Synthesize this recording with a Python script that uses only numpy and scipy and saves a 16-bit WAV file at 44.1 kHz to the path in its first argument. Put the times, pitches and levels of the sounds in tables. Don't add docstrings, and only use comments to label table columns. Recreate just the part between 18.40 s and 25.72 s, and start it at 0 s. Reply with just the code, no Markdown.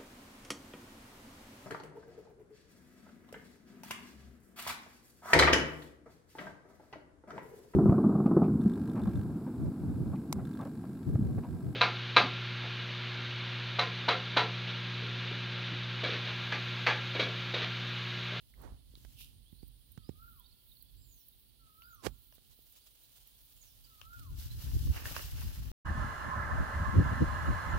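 import sys
import numpy as np
from scipy import signal
from scipy.fft import rfft, irfft, next_fast_len
from scipy.io import wavfile
from scipy.ndimage import uniform_filter1d

SR = 44100
rng = np.random.default_rng(int(sys.argv[2]) if len(sys.argv) > 2 else 0)


def transcribe(u):
    v = np.clip(np.atleast_2d(u).T, -1, 1)
    q = np.round(v * 32767).astype(np.int16)
    wavfile.write(sys.argv[1], SR, q)


N = 322665
TIME = np.arange(N) / SR
CUTOFF_HZ = 15850


def from_db(db):
    return 10 ** (np.asarray(db) / 20)


def rms_one(x):
    return x / np.sqrt(np.mean(x ** 2) + 1e-20)


def in_time(rows):
    s, *columns = np.transpose(rows)
    return [np.interp(TIME, s, c) for c in columns]


def butter(x, hz, kind, order=2):
    sos = signal.butter(order, np.clip(hz, 10, .45 * SR), kind, fs=SR, output="sos")
    return signal.sosfilt(sos, x + 1e-18)


def pan(db):
    return from_db(np.array([[db], [-db]]) / 2)


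def drift(rate_hz):
    step, settle = 40, 2000
    pole = np.exp(-2 * np.pi * step * rate_hz / SR)
    kicks = rng.standard_normal(N // step + settle + 2)
    slow = signal.lfilter([1], [1, -2 * pole, pole * pole], kicks)[settle:]
    return np.interp(np.arange(N) / step, np.arange(len(slow)), rms_one(slow))


def colour(x, spectrum):
    size = next_fast_len(N)
    hz = np.maximum(np.arange(size // 2 + 1) * SR / size, 1)
    points, db = np.transpose(spectrum)
    skirts = np.minimum(1, np.minimum(hz / points[0], points[-1] / hz)) ** 4
    gain = from_db(np.interp(np.log(hz), np.log(points), db)) * skirts * (hz < CUTOFF_HZ)
    return rms_one(irfft(rfft(x, size) * gain, size)[..., :N])


def noise():
    return rng.standard_normal((2, N))


def grains(per_s, spread_db):
    sizes = from_db(spread_db * np.minimum(rng.exponential(1, N), 4)) * rng.choice([-1, 1], N)
    return rms_one(sizes * (rng.random(N) < per_s / SR))


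def friction(per_s, spread_db, hiss):
    return np.array([grains(per_s, spread_db) for channel in range(2)]) + hiss * noise()


def slur(length, start_hz, middle_hz, end_hz):
    u = np.linspace(0, 1, int(length * SR))
    hz = np.polyval(np.polyfit([0, .5, 1], [start_hz, middle_hz, end_hz], 2), u)
    return np.sqrt(np.abs(np.sin(np.pi * u))) * np.sin(2 * np.pi * np.cumsum(hz) / SR)


def ring(t, hz, t60):
    return np.sin(2 * np.pi * hz * t) * from_db(-60 * t / t60)


def swell(s, attack, fade):
    rise = np.clip((TIME - s) / attack, 0, 1) ** 2
    return rise * from_db(-20 * np.clip((TIME - s - attack) / fade, 0, 10))


def gate(start, end):
    return uniform_filter1d(1. * ((TIME >= start) & (TIME <= end)), size=300)


def add(out, s, sound):
    i = max(0, int(s * SR))
    out[..., i:i + sound.shape[-1]] += sound[..., :N - i]


# frequency in Hz, relative density in dB.
AIR_LEFT = [(120, 6), (300, 2), (600, -6.5), (1200, -10.5), (2200, -9), (3200, -11), (5000, -26),
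            (7000, -10.5), (10500, 0.5), (12000, -9), (15000, 0)]
AIR_RIGHT = [(120, -5.5), (300, 4), (600, -4), (1200, -10.5), (2200, -9), (3100, 4.5), (4400, 5),
             (5500, -5), (7500, -13.5), (9500, -4.5), (10800, 3.5), (12000, -5.5), (15000, -3.5)]
SIZZLE_COLOUR = [(8000, -62), (11000, -10.5), (13000, -12.5), (15000, -3), (15800, -8)]
# time in seconds, level in dB.
SIZZLE_LEVEL = [(0, -92), (.4, -91), (.6, -72), (1.0, -79), (2.1, -72.5), (3.05, -68.5), (3.15, -74),
                (4.0, -75.5), (5.05, -67), (5.9, -69)]


def air():
    left, right = noise()
    steady = np.array([from_db(-72.5) * colour(left, AIR_LEFT), from_db(-68) * colour(right, AIR_RIGHT)])
    sizzle_db, = in_time(SIZZLE_LEVEL)
    return steady + from_db(sizzle_db + 1.7 * drift(25)) * colour(noise(), SIZZLE_COLOUR) * pan(-2)


# start and end in seconds, pitch in Hz, relative level in dB.
CRICKET_BOUTS = [(.15, 0.847, 9030, -76), (0.854, 1.585, 9170, -68.5), (1.58, 2.74, 8450, -79),
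                 (2.747, 4.402, 8740, -76.5), (4.4, 5.453, 9220, -69.5)]


def cricket():
    hz, = in_time([(s, pitch) for start, end, pitch, _ in CRICKET_BOUTS for s in (start, end)])
    level = sum(from_db(db) * gate(start, end) for start, end, _, db in CRICKET_BOUTS)
    chirps = np.clip(1.1 + 1.4 * np.cos(2 * np.pi * 10.4 * (TIME - 1.25)), 0, 1)
    strokes_per_s = 105 * (1 + 0.066 * drift(6.1))
    stroke = np.cumsum(strokes_per_s) / SR % 1
    sweep_hz = 900 * (.5 - stroke) + 220 * drift(400)
    wing = np.sin(np.pi * stroke) ** 2 * np.sin(2 * np.pi * np.cumsum(hz + sweep_hz) / SR)
    return level * from_db(-10) * rms_one(chirps * wing) * pan(-0.93)


# delay in seconds, level in dB against the direct sound.
BANK_ECHOES = [(0.032, -21.5), (.057, -16), (0.132, -25)]


def banks(x, scatter_db, t60):
    t = TIME[:SR // 2]
    scatter = rng.standard_normal((2, len(t))) * from_db(-60 * t / t60)
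    response = from_db(scatter_db) * rms_one(scatter) / np.sqrt(len(t))
    for delay, db in BANK_ECHOES:
        for side in response:
            add(side, delay + rng.uniform(0, 0.0038), from_db([db]))
    return signal.fftconvolve(x[None], response, axes=1)[:, :N]


# start and length in seconds, starting pitch in Hz, relative level in dB.
RISING_SLURS = [(1.05, 0.21, 3070, -72.5), (1.58, 0.13, 4160, -72), (1.98, 0.17, 3080, -71),
                (2.541, .1, 4290, -74), (3.413, 0.072, 4360, -70.5), (4.403, .082, 4570, -77),
                (6.04, 0.13, 3360, -63.5)]
# start and length in seconds, middle and end in Hz, relative level in dB.
FALLING_SLURS = [(2.565, 0.27, 6980, 5200, -69), (3.473, 0.18, 6050, 5070, -76),
                 (3.718, 0.073, 6800, 6300, -74), (5.16, 0.18, 6300, 4850, -69)]
# start in seconds, first and last pitch in Hz, relative level in dB.
PIPS = [(1.62, 4000, 2900, -66), (2.054, 4560, 4450, -68), (2.109, 5200, 4140, -67),
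        (2.311, 3690, 3750, -68), (2.352, 4500, 4320, -68), (2.406, 4900, 3670, -68),
        (5.439, 4300, 5300, -65)]


def small_birds():
    rise_hz_per_s, fall_start_hz, pip_s = 9100, 7630, .023
    song = np.zeros(N)
    for s, length, hz, db in RISING_SLURS:
        add(song, s, from_db(db) * slur(length, *np.linspace(hz, hz + rise_hz_per_s * length, 3)))
    for s, length, middle_hz, end_hz, db in FALLING_SLURS:
        add(song, s, from_db(db) * slur(length, fall_start_hz, middle_hz, end_hz))
    for s, start_hz, end_hz, db in PIPS:
        add(song, s, from_db(db) * slur(pip_s, start_hz, (start_hz + end_hz) / 2, end_hz))
    for when, span, pitch, bend, loud in rng.random((70, 5)):
        hz, glide = 3100 + 1500 * pitch, 900 * (bend - .5)
        twitter = slur(0.0048 + 0.042 * span, hz - glide, hz, hz + glide)
        add(song, when * N / SR, from_db(-84 + 10 * loud) * twitter)
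    waver_s, waver_db = 3.5e-5 * drift(70), 4.5 * drift(60)
    song = np.interp(TIME + waver_s, TIME, song) * from_db(waver_db)
    return from_db(-5.5) * (song + banks(song, scatter_db=-8.5, t60=0.46)) * pan(-19)


# time in seconds, relative levels of the tick and of its sizzle in dB.
TICKS = [(.216, -51, -74), (1.279, -53, -73.5), (1.517, -48.5, -77), (1.996, -48.5, -66.5),
         (2.423, -45, -67.5), (2.883, -46.5, -66.5), (3.546, -48, -67), (3.948, -50.5, -66.5),
         (4.322, -52, -67), (4.634, -53, -75), (4.872, -49, -77)]


def ticks():
    lead_s, rise_s = 0.29, 0.15
    out, lead_in, t = np.zeros((2, N)), np.zeros(N), TIME[:SR // 25]
    burst = (1 - np.exp(-t / .0012)) * np.exp(-t / .005)
    for s, db, sizzle_db in TICKS:
        add(out, s, from_db(db) * rng.standard_normal((2, len(t))) * burst / burst.max())
        lead_in += from_db(sizzle_db) * np.clip((TIME - s + lead_s) / rise_s, 0, 1) * (TIME < s)
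    sizzle = lead_in * colour(noise(), SIZZLE_COLOUR)
    return butter(out, 12400, "high", order=4) * pan(-10.5) + sizzle * pan(-5.5)


# time in seconds, relative level in dB.
GUSTS = [(5.6, -72.5), (5.82, -50.5), (6.0, -46), (6.12, -50.5), (6.22, -43.5), (6.5, -38), (6.58, -49.5),
         (6.87, -52), (6.93, -43.5), (7.32, -44)]
# frequency in Hz, relative density in dB.
BUFFET_COLOUR = [(30, -16.5), (45, 0), (62, 2.5), (85, -1), (110, -5.5), (150, -13), (190, -25), (260, -23),
                 (380, -38.5), (520, -45)]


def breeze():
    gust_db, = in_time(GUSTS)
    eddies = colour(noise(), BUFFET_COLOUR)
    eddies /= np.sqrt(uniform_filter1d(np.mean(eddies ** 2, axis=0), size=SR // 12))
    flutter_db = 3.14 * drift(17)
    return from_db(gust_db + 5 + flutter_db) * gate(GUSTS[0][0], N / SR) * eddies * pan(2.3)


# time in seconds, thud peak in dB, contact in seconds, grit in dB against the thud.
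BUMPS = [(0.538, -47.5, 0.0028, -27), (0.574, -48, 0.0032, -25), (.649, -47, 0.0016, 7.5),
         (1.127, -39.5, 0.0043, -20), (1.23, -37, 0.0032, -12), (1.576, -35, 0.0055, -3.5),
         (1.691, -40.5, 0.00091, 3), (1.692, -26, 0.0029, -20), (3.661, -28.5, 0.00081, -26),
         (3.6654, -26.5, 0.00072, 9), (3.668, -20.5, 0.0016, -2), (3.67, -23, 0.0019, -19),
         (3.982, -51, 0.0015, -1), (4.19, -53.5, 0.002, -22)]
# start in seconds, level in dB, attack and fade in seconds, slips a second, sharpness 0-1.
RUBS = [(0.131, -48, 0.12, 0.11, 3500, 0.21), (3.616, -31.5, 0.044, 0.026, 1300, 0.51)]


def fingers():
    out, t = np.zeros(N), TIME[:SR // 8]
    for s, db, contact, grit_db in BUMPS:
        push = np.sin(np.pi * np.minimum(t / contact, 1)) ** 2
        thud = butter(push, 83, "high", order=3)
        grit = butter(rng.standard_normal(len(t)) * np.exp(-t / 0.0037), 1420, "low", order=1)
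        add(out, s, from_db(db) * (thud / np.max(np.abs(thud)) + from_db(grit_db) * grit))
    for s, db, attack, fade, per_s, sharpness in RUBS:
        slips = grains(per_s, spread_db=-0.5) + 0.16 * rng.standard_normal(N)
        dull, sharp = rms_one(butter(slips, 940, "low")), rms_one(butter(slips, 6100, "low", order=1))
        rub = butter((1 - sharpness) * dull + sharpness * sharp, 93, "high")
        out += from_db(db) * swell(s, attack, fade) * rub
    return out * from_db([[-32], [0]])


# time in seconds, relative level in dB.
RUMBLE_LEVEL = [(0, -70.5), (.33, -52.5), (.45, -62.5), (.82, -58.5), (1.08, -64.5), (1.85, -62.5),
                (2.35, -69.5), (2.59, -62), (2.8, -70.5), (3.75, -67.5), (4.55, -75), (5.6, -68.5)]
# frequency in Hz, relative density in dB.
RUMBLE_COLOUR = [(30, -26), (40, 5), (48, 7), (62, -1), (90, -4.5), (125, -6), (170, -18), (260, -18)]


def handling_rumble():
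    rumble_db, = in_time(RUMBLE_LEVEL)
    held = from_db(rumble_db + 2.5 + 1.6 * drift(8)) * pan(-7)
    trembles = [from_db(db - 27.5) * swell(s, contact, fade=0.073) for s, db, contact, _ in BUMPS]
    return (held + np.max(trembles, axis=0) * pan(-23)) * colour(noise(), RUMBLE_COLOUR)


# time in seconds, level in dB.
BRUSH_LEVEL = [(0, -83), (.45, -81), (.58, -68.5), (.89, -70), (1.0, -86.5), (3.9, -80.5), (4.12, -70.5),
               (5.05, -69.5), (5.8, -64.5), (6.0, -69.5)]
# frequency in Hz, relative density in dB.
BRUSH_COLOUR = [(500, -3), (1900, -7.5), (2500, -4), (3000, 2.5), (4200, 0), (6500, -1.5), (10000, -3.5),
                (15000, 2.5)]
SWEEP_COLOUR = [(1700, -21), (2200, -10), (2700, 5), (3150, 6), (4000, -0.5), (5200, -2), (7000, -10.5),
                (11000, -2), (15000, -1)]


def brushing():
    brush_db, = in_time(BRUSH_LEVEL)
    cloth = colour(friction(2500, spread_db=4.5, hiss=0.97), BRUSH_COLOUR)
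    cloth *= from_db(brush_db + 3.4 * drift(20))
    arm = colour(friction(3000, spread_db=6, hiss=0.79), SWEEP_COLOUR)
    arm *= from_db(-51.5) * swell(0.741, attack=0.067, fade=0.1)
    return cloth * pan(-3.5) + arm * pan(-7)


# start in seconds, relative levels of swish and crush in dB, fade in seconds.
STRIDES = [(5.916, -59.5, -66, 0.39), (6.13, -59, -62.5, 0.54), (6.27, -60.5, -72.5, 1.3),
           (6.478, -58, -49.5, 0.19), (6.589, -52, -52, 0.31), (6.68, -50.5, -53.5, 0.27),
           (6.88, -59, -60.5, 0.87)]
# frequency in Hz, relative density in dB.
SWISH_COLOUR = [(1500, -5.5), (2400, -13), (2900, 1), (3500, 0.5), (5000, 2), (7000, -2.5), (9000, -5),
                (12500, 1.5), (15500, 1.5)]
CRUSH_COLOUR = [(250, -1.5), (450, -3), (600, -3.5), (800, -3), (1080, -2.5), (1350, -3), (1780, -1),
                (2050, -5.5), (2500, -3), (2850, 0), (3300, -16.5), (6000, -11.5), (12000, -37)]


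def wading():
    swish_power, crush_power = np.zeros((2, N))
    for s, swish_db, crush_db, fade in STRIDES:
        stride = swell(s, attack=0.087, fade=fade)
        swish_power += (from_db(swish_db) * stride) ** 2
        crush_power += (from_db(crush_db) * stride) ** 2
    swish = colour(friction(5000, spread_db=3.5, hiss=0.88), SWISH_COLOUR)
    swish *= np.sqrt(swish_power) * from_db(6.5 + 1.7 * drift(17))
    crush = colour(friction(2000, spread_db=5, hiss=1), CRUSH_COLOUR)
    crush *= np.sqrt(crush_power) * from_db(2 + 2 * drift(40))
    return swish * pan(0.12) + crush * pan(-1.5)


# time in seconds, peak in dB,
# the stem's own pitch in Hz, shared modes in dB against that pitch, left over right in dB.
SNAPS = [(.139, -54.5, 2070, -28, -3), (.554, -40.5, 3940, -48, -11), (.807, -50, 3430, -30, 7),
         (3.421, -45.5, 2900, -19, -3), (3.925, -50.5, 2850, 0, -3), (5.615, -37.5, 3050, -16.5, 7),
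         (6.473, -44, 2800, 8.5, -6), (6.656, -30, 1780, -17, 3), (6.665, -37, 1500, -1, -9),
         (6.711, -47, 945, 3, 15), (6.7652, -24.5, 2700, 16, -6)]
# frequency in Hz, relative level in dB, t60 in seconds.
STEM_MODES = [(617, 2, 0.018), (1110, 2, 0.013), (1660, 5.5, 0.0049), (2800, 4, 0.01), (5300, 8, 0.0032)]


def stems():
    out, t = np.zeros((2, N)), TIME[:SR // 20]
    shared = sum(from_db(db) * ring(t, hz, t60) for hz, db, t60 in STEM_MODES)
    splinter_decay = np.exp(-t / 0.00081) + 0.15 * np.exp(-t / 0.02)
    for s, db, pitch_hz, shared_db, side_db in SNAPS:
        modes = ring(t, pitch_hz, t60=22 / pitch_hz) + from_db(shared_db) * shared
        burst = (t == 0) + 0.19 * rng.standard_normal((2, len(t))) * splinter_decay
        snap = signal.fftconvolve(burst, modes[None], axes=1)[:, :len(t)]
        snap = butter(snap, [.25 * pitch_hz, 2.2 * pitch_hz], "band")
        add(out, s, from_db(db) * snap / np.max(np.abs(snap)) * pan(side_db))
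    return out


# seconds from the top of the arch, pitch in Hz, relative level in dB.
WAVY_NOTE = [(-.29, 1363, -78), (-.25, 1300, -68.5), (-.19, 1235, -68), (-.14, 1220, -69),
             (-.085, 1295, -62.5), (-.03, 1405, -56.5), (.005, 1441, -57), (0.053, 1329, -61),
             (.12, 1084, -63), (.2, 824, -82)]
# top of the arch in seconds, pitch ratio, gain in dB,
# factors for the depth of the dip and the pace of the fall.
WHISTLES = [(1.873, .992, -6.5, 1.1, 1.04), (3.482, 1.008, -2.5, 0.88, .98), (5.755, 1.0, -1, 0.86, 1.02)]


def whistler():
    notch_hz, notch_width_hz, notch_db = 1193, 60, -8
    song, arch_hz = np.zeros(N), max(hz for _, hz, _ in WAVY_NOTE)
    for top, ratio, gain_db, depth, pace in WHISTLES:
        dip = [(top + s, arch_hz - depth * (arch_hz - hz), db) for s, hz, db in WAVY_NOTE if s < 0]
        fall = [(top + s / pace, hz, db) for s, hz, db in WAVY_NOTE if s >= 0]
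        hz, db = in_time(dip + fall)
        hz = ratio * uniform_filter1d(hz, size=1100) * (1 + .005 * drift(55))
        ground_db = notch_db * np.exp(-((hz - notch_hz) / notch_width_hz) ** 2)
        level = from_db(db + gain_db + ground_db + 3 * drift(40)) * gate(dip[0][0], fall[-1][0])
        song += level * np.sqrt(2) * np.sin(2 * np.pi * np.cumsum(hz) / SR)
    direct = np.array([np.interp(TIME - .00026, TIME, song), song])
    return from_db(-1) * (direct + banks(song, scatter_db=-12, t60=1)) * pan(-4.5)


def scene():
    far = air() + cricket() + small_birds()
    close = ticks() + breeze() + fingers() + handling_rumble() + brushing() + wading() + stems()
    return far + close + whistler()


def record(dry):
    return signal.sosfilt(signal.ellip(12, .1, 80, CUTOFF_HZ, fs=SR, output="sos"), dry)


dry = scene()
out = record(dry)
transcribe(out)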